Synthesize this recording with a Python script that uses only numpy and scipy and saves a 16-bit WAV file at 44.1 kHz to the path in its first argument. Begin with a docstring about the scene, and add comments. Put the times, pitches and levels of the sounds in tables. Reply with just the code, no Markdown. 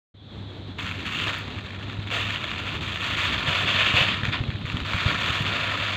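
"""Sandy concrete, broken and ground to grit by two hands close by.
Thousands of grains snap loose and rain onto other blocks and a plastic sheet, each a tick, a brief
ring and a spray of splinters. Larger crumbs click, tiny chips tick, the gripped block thuds.
Behind: low machine hum, outdoor rumble, faint birds."""
import sys
import numpy as np
from scipy import signal
from scipy.fft import rfft, irfft
from scipy.io import wavfile
from scipy.ndimage import uniform_filter1d

SR = 44100
rng = np.random.default_rng(int(sys.argv[2]) if len(sys.argv) > 2 else 0)


def unload_audio(sound):
    """Save the sound as a 16-bit wav file, at the path given as the first command line argument."""
    columns = np.transpose(np.atleast_2d(sound))
    # keep every value between -1 and 1, then stretch to whole-number steps
    steps = np.round(np.clip(columns, -1, 1) * 32767)
    wavfile.write(sys.argv[1], SR, steps.astype(np.int16))


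N = 262836
START_S = 0.14


def undb(db):
    """Decibels to gain."""
    return 10 ** (np.asarray(db) / 20)


def unit(x):
    """Scale to rms 1."""
    return x / np.sqrt(np.mean(x ** 2) + 1e-18)


def colour(x, spectrum, size=8192):
    """Minimum-phase filter through (frequency [Hz], gain [dB]) points; 20 dB/octave skirts."""
    hz, db = np.transpose(spectrum)
    f = np.maximum(np.fft.rfftfreq(size, 1 / SR), 1)
    octaves_outside = np.maximum(np.log2(hz[0] / f), 0) + np.maximum(np.log2(f / hz[-1]), 0)
    gain_db = np.interp(np.log(f), np.log(hz), db) - 20 * octaves_outside
    cepstrum = irfft(np.log(undb(gain_db)))
    cepstrum[1:size // 2] *= 2
    cepstrum[size // 2 + 1:] = 0
    response = irfft(np.exp(rfft(cepstrum)))
    return signal.fftconvolve(x, response)[:len(x)]


def ring(x, hz, q):
    """One resonance, gain 1 at its centre."""
    return signal.lfilter(*signal.iirpeak(min(hz, SR / 3), max(q, 1), SR), x)


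def walk(rate_hz):
    """Smooth random drift, rms 1."""
    step = max(int(SR / rate_hz), 1)
    held = np.repeat(rng.standard_normal(N // step + 1), step)
    return unit(uniform_filter1d(uniform_filter1d(held, step), step)[:N])


def add(out, at_s, sound):
    """Mix a sound in at a time."""
    i = int(at_s * SR)
    out[i:i + len(sound)] += sound[:N - i]


def background(hum_hz=100.0, hum_db=-39, chirr_db=-51, chirr_rise_db_per_s=1, fade_s=0.2):
    """Wavering machine hum with its octave, outdoor rumble, slowly growing chirr of far birds."""
    # spectra: (frequency [Hz], gain [dB])
    rumble_spectrum = [(22, -54), (38, -18), (52, -8.5), (80, 0.5), (130, -2), (190, -5), (280, -6),
                       (450, -15), (800, -20), (1500, -25), (3500, -29), (5500, -47), (7000, -46.5),
                       (10000, -65.5), (15000, -63)]
    chirr_spectrum = [(2500, -30), (3150, 7), (3450, 9), (3800, 9.5), (4400, 0), (5200, -41)]
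    # rumble envelope: (time [s], level [dB])
    rumble_levels = [(0.3, -40), (0.8, -36.5), (1.8, -38), (2.8, -36.5), (4.1, -36), (5.2, -35),
                     (5.95, -37.5)]
    t = np.arange(N) / SR
    phase = 2 * np.pi * np.cumsum(hum_hz + 1.515 * walk(9)) / SR
    hum = unit(np.sin(phase) + undb(-15.5) * np.sin(2 * phase)) * undb(hum_db + 2.14 * walk(12))
    rumble = unit(colour(rng.standard_normal(N), rumble_spectrum))
    rumble *= undb(np.interp(t, *np.transpose(rumble_levels)) + 1.44 * walk(25))
    chirr = unit(colour(rng.standard_normal(N), chirr_spectrum))
    chirr *= undb(chirr_db + chirr_rise_db_per_s * t + 0.92 * walk(68))
    fade_in = np.clip((t - START_S) / fade_s, 0, 1)
    return (hum + rumble + chirr) * undb(-13 * (1 - fade_in))


def bird(start_hz=3750, floor_hz=3270, glide_s=0.022, length_s=0.07):
    """Short far whistles that drop in pitch and flutter in the air."""
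    # chirps: (time [s], level [dB])
    calls = [(0.165, -58), (0.275, -54), (0.464, -48), (0.672, -53)]
    out, t = np.zeros(N), np.arange(int(length_s * SR)) / SR
    hz = floor_hz + (start_hz - floor_hz) * np.exp(-t / glide_s)
    chirp = np.sqrt(2) * np.sin(2 * np.pi * np.cumsum(hz) / SR) * np.sin(np.pi * t / length_s)
    for at_s, db in calls:
        add(out, at_s, chirp * undb(db))
    return out * undb(2.5 * walk(300))


def thuds(rise_s=0.0061, rub_hz=145, rub_decay_s=0.022):
    """The block gives way between the palms: two or three low swings and a dull rub of skin."""
    # jolts of the block: (time [s], level [dB], pitch [Hz])
    jolts = [(1.985, -24, 93), (3.478, -20, 112), (3.938, -17, 104), (4.008, -16.5, 109),
             (4.23, -20.5, 122), (4.281, -16.5, 103), (4.403, -14.5, 94.5), (4.485, -16, 96),
             (4.547, -22.5, 100), (4.643, -22, 100), (4.742, -16, 104), (4.817, -21, 86),
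             (4.941, -17.5, 92), (5.058, -12, 100), (5.295, -20, 94), (5.403, -18.5, 126)]
    out, t = np.zeros(N), np.arange(SR // 8) / SR
    swell = (t / rise_s) ** 2 * np.exp(2 - 2 * t / rise_s)
    slip = (1 - np.exp(-t / rise_s)) * np.exp(-t / rub_decay_s)
    for at_s, db, hz in jolts:
        rub = unit(ring(ring(rng.standard_normal(len(t)), rub_hz, q=1.7), rub_hz, q=1.7))
        swing = swell * np.sin(2 * np.pi * hz * t)
        add(out, at_s, undb(db) * (undb(-10) * slip * rub - swing))
    return out


def chips(hz=9500, decay_s=0.00073):
    """Hard chips, so small that they only tick, very high."""
    # chips flicking close by: (time [s], peak [dB])
    flicks = [(0.913, -48), (0.925, -49), (1.0659, -42), (1.3853, -39), (2.949, -47), (4.592, -50),
              (5.4234, -39)]
    out, t = np.zeros(N), np.arange(SR // 100) / SR
    for at_s, db in flicks:
        tick = ring(rng.standard_normal(len(t)) * np.exp(-t / decay_s), hz, q=1.1)
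        add(out, at_s, tick * undb(db) / np.abs(tick).max())
    return out


def crumbs(spray_db=-18, spray_t60_s=0.013, ring_db=8, trim_db=-1.0):
    """A large crumb gives one sharp click, a short ring and a spray of splinters."""
    # crumbs snapping off or landing: (time [s], level [dB], ring [Hz])
    snaps = [(0.79, -22, 2100), (0.913, -15, 2320), (0.922, -20, 2620), (1.2, -14, 2390),
             (1.293, -14, 1820), (1.341, -15.5, 2210), (1.899, -20, 2580), (2.073, -18.5, 2310),
             (2.104, -15, 2710), (2.306, -12, 2340), (2.36, -13, 2870), (2.441, -16, 2640),
             (2.516, -12.5, 2870), (2.601, -17, 2420), (2.959, -11.5, 2680), (4.006, -12, 2200),
             (4.233, -18, 1803), (4.253, -9.5, 2320), (4.438, -18.5, 2660), (4.504, -18, 1800),
             (4.515, -23, 2290), (4.558, -22.5, 1800), (4.655, -20, 2300), (4.668, -20, 2260),
             (4.7, -14.5, 2650), (4.77, -14, 3200), (4.802, -16, 2330), (4.935, -9.5, 2280),
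             (5.775, -15, 2610), (5.801, -13, 2850), (5.851, -15, 2510), (5.86, -18.5, 2710)]
    # click spectrum: (frequency [Hz], gain [dB])
    spectrum = [(200, -23), (600, -1), (850, -5.5), (1100, 5), (2500, 0), (3600, -0.5), (4500, -11),
                (5500, -29.5), (7000, -16.5), (9500, -47), (15000, -35)]
    out, t = np.zeros(N), np.arange(SR // 25) / SR
    for at_s, db, hz in snaps:
        spray = undb(spray_db - 60 * t / spray_t60_s) * rng.standard_normal(len(t))
        force = (t == 0) + spray
        click = colour(force + undb(ring_db) * ring(force, hz, q=5), spectrum)
        add(out, at_s, click * undb(db + trim_db) / np.abs(click).max())
    return out


def strokes(table, attack_s, release_s):
    """Each hand stroke sets in, swells or sags, and dies away; one row of gain per stroke."""
    t, gains = np.arange(N) / SR, []
    for at_s, length_s, db, swell_db, *_ in table:
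        held = undb(db + swell_db * np.clip((t - at_s) / length_s, 0, 1))
        attack = np.clip((t - at_s) / attack_s, 0, 1)
        release = np.exp(-np.maximum(t - at_s - length_s, 0) / release_s)
        gains.append(held * attack * release)
    return np.array(gains)


def grit_flow():
    """Summed level of all strokes and their power-weighted ring, knock and dust, all in dB."""
    # hands grip, drag and grind the block:
    # (time [s], length [s], level [dB], swell [dB], bright ring [dB], hollow knock [dB], dust hiss [dB])
    grinds = [(0.778, 0.32, -32.5, -6.5, 0, -23, -22.5), (1.049, 0.2, -32.5, 4.5, 4, -26, -23),
              (1.26, 0.037, -29, 1, -1, -13, -23), (1.329, 0.085, -32.5, -1, -1.5, -16, -23.5),
              (1.428, 0.72, -40.5, -2, -1.5, -16, -24.5), (2.105, 0.074, -26, 1.5, 2, -11, -22.5),
              (2.186, 0.19, -27, -3.5, 4, -20, -25), (2.398, 0.37, -31.5, -1, 2, -17, -25),
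              (2.803, 0.22, -31.5, -1, 0.5, -18.5, -22.5), (4.228, 0.064, -32, 0.5, -4, -13, -24),
              (4.317, 0.024, -25.5, 2, -1, -16, -31.5), (4.407, 0.21, -44, 0.5, 0.5, -23, -28),
              (4.65, 0.19, -36, -2.5, -1.5, -28, -23), (4.841, 0.21, -32.5, 3.5, -3, -14.5, -23.5)]
    # the fist opens and grit rains down: same columns
    pours = [(3.009, 0.14, -26, -0.3, 1.5, -17.5, -24), (3.149, 0.092, -23.5, 0.72, -0.5, -19.5, -23.5),
             (3.301, 0.14, -29, -1, -1, -16.5, -25), (3.449, 0.17, -23, -0.39, 1.5, -16, -25),
             (3.653, 0.24, -22, 0.78, 3.5, -17, -27), (3.93, 0.086, -20, -0.48, 4.5, -12.5, -26),
             (4.05, 0.073, -24, -2, 0.5, -25, -28.5), (5.04, 0.071, -24.5, -0.9, -3, -13.5, -24),
             (5.171, 0.2, -26, 1, 0, -15.5, -23.5), (5.429, 0.7, -27.5, -1.7, -1.5, -13, -25)]
    grinding = strokes(grinds, attack_s=0.01, release_s=0.039)
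    pouring = strokes(pours, attack_s=0.031, release_s=0.085)
    power = np.vstack([grinding, pouring]) ** 2 + 1e-14
    total = power.sum(axis=0)
    timbre_db = np.array(grinds + pours)[:, 4:]
    ring_db, knock_db, dust_db = timbre_db.T @ power / total
    return 10 * np.log10(total), ring_db, knock_db, dust_db


def impacts(rate_per_s, spread_db, cap_db):
    """Random grain contacts, mostly tiny, a few large; mean power independent of rate."""
    size = undb(np.minimum(spread_db * rng.exponential(size=N), cap_db))
    hits = rng.random(N) < rate_per_s / SR
    return unit(hits * size * rng.choice([-1, 1], N) / np.sqrt(rate_per_s))


def skitter(contacts, t60_s, spray_db):
    """Contacts, each followed by a fading spray of bouncing splinters."""
    pole = undb(-120 / (t60_s * SR))
    power = signal.lfilter([1 - pole], [1, -pole], contacts ** 2)
    return contacts + undb(spray_db) * np.sqrt(power) * rng.standard_normal(N)


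def grain_rings(contacts, q, pitch_count=24):
    """Each contact rings briefly at the pitch of its own grain."""
    kind = rng.integers(0, pitch_count, N)
    clicks = contacts * rng.choice([-1, 1], N)
    pitches_hz = np.geomspace(900, 5500, pitch_count)
    return unit(sum(ring(clicks * (kind == k), hz, q) for k, hz in enumerate(pitches_hz)))


def grit(ref_grains_per_s=3600, ref_flow_db=-29, rate_exponent=0.85):
    """Grains break loose in small avalanches; the same contacts tick, hiss and knock on the blocks."""
    # spectra of grain ticks, block knock and fine sand: (frequency [Hz], gain [dB])
    grain_spectrum = [(700, -22), (860, -17), (960, -5), (1430, -1.5), (1570, -7), (1780, -0.5), (1980, -6),
                      (2300, -1.5), (2750, -0.5), (3020, -4.5), (3200, -2.5), (3580, -2), (3900, -11.5),
                      (4400, -12.5), (5000, -23), (5600, -33)]
    knock_spectrum = [(200, -13.5), (350, -16), (470, -8.5), (620, -4), (730, -8), (820, -18.5),
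                      (1100, -23.5)]
    sand_spectrum = [(4500, -40), (5600, -1.5), (6700, 1.5), (7400, -0.5), (8500, -11.5), (10000, -17.5),
                     (12300, -18.5), (13600, -14.5), (15500, -18)]
    flow_db, ring_db, knock_db, dust_db = grit_flow()
    rate_per_s = np.maximum(ref_grains_per_s * undb(rate_exponent * (flow_db - ref_flow_db)), 900)
    # a thin trickle spurts, a thick pour runs evenly
    spurt_db = np.minimum(np.sqrt(2500 / rate_per_s), 2)
    avalanche = undb(spurt_db * walk(90) + 0.71 * walk(25))
    contacts = impacts(rate_per_s, spread_db=2.0, cap_db=12.5) * avalanche
    clicks = skitter(contacts, t60_s=0.043, spray_db=-8.5)
    grains = unit(colour(clicks + undb(-4.5) * grain_rings(contacts, q=8.6), grain_spectrum))
    # each stroke's ring setting lends the grains a brighter ring around 2.85 kHz
    grains += (undb(ring_db) - 1) * ring(grains, hz=2850, q=3.1)
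    grains = unit(grains * undb(-0.6 * ring_db))
    knock = unit(colour(clicks, knock_spectrum)) * undb(knock_db)
    fine_clicks = skitter(contacts, t60_s=0.011, spray_db=2.0)
    sand = unit(colour(fine_clicks, sand_spectrum)) * undb(dust_db)
    return (grains + knock + sand) * undb(flow_db + 0.13)


def scene():
    """Crumbling in front, yard behind; mono."""
    return (grit() + crumbs() + chips() + thuds() + bird() + background())[None]


def record(dry, cutoff_hz=15650, ramp_s=0.005):
    """Silence until START_S, a short ramp in, then a steep low-pass."""
    opening = np.clip((np.arange(N) / SR - START_S) / ramp_s, 0, 1)
    lowpass = signal.ellip(10, 0.2, 80, cutoff_hz, fs=SR, output="sos")
    return signal.sosfilt(lowpass, dry * opening)


dry = scene()
out = record(dry)
unload_audio(out)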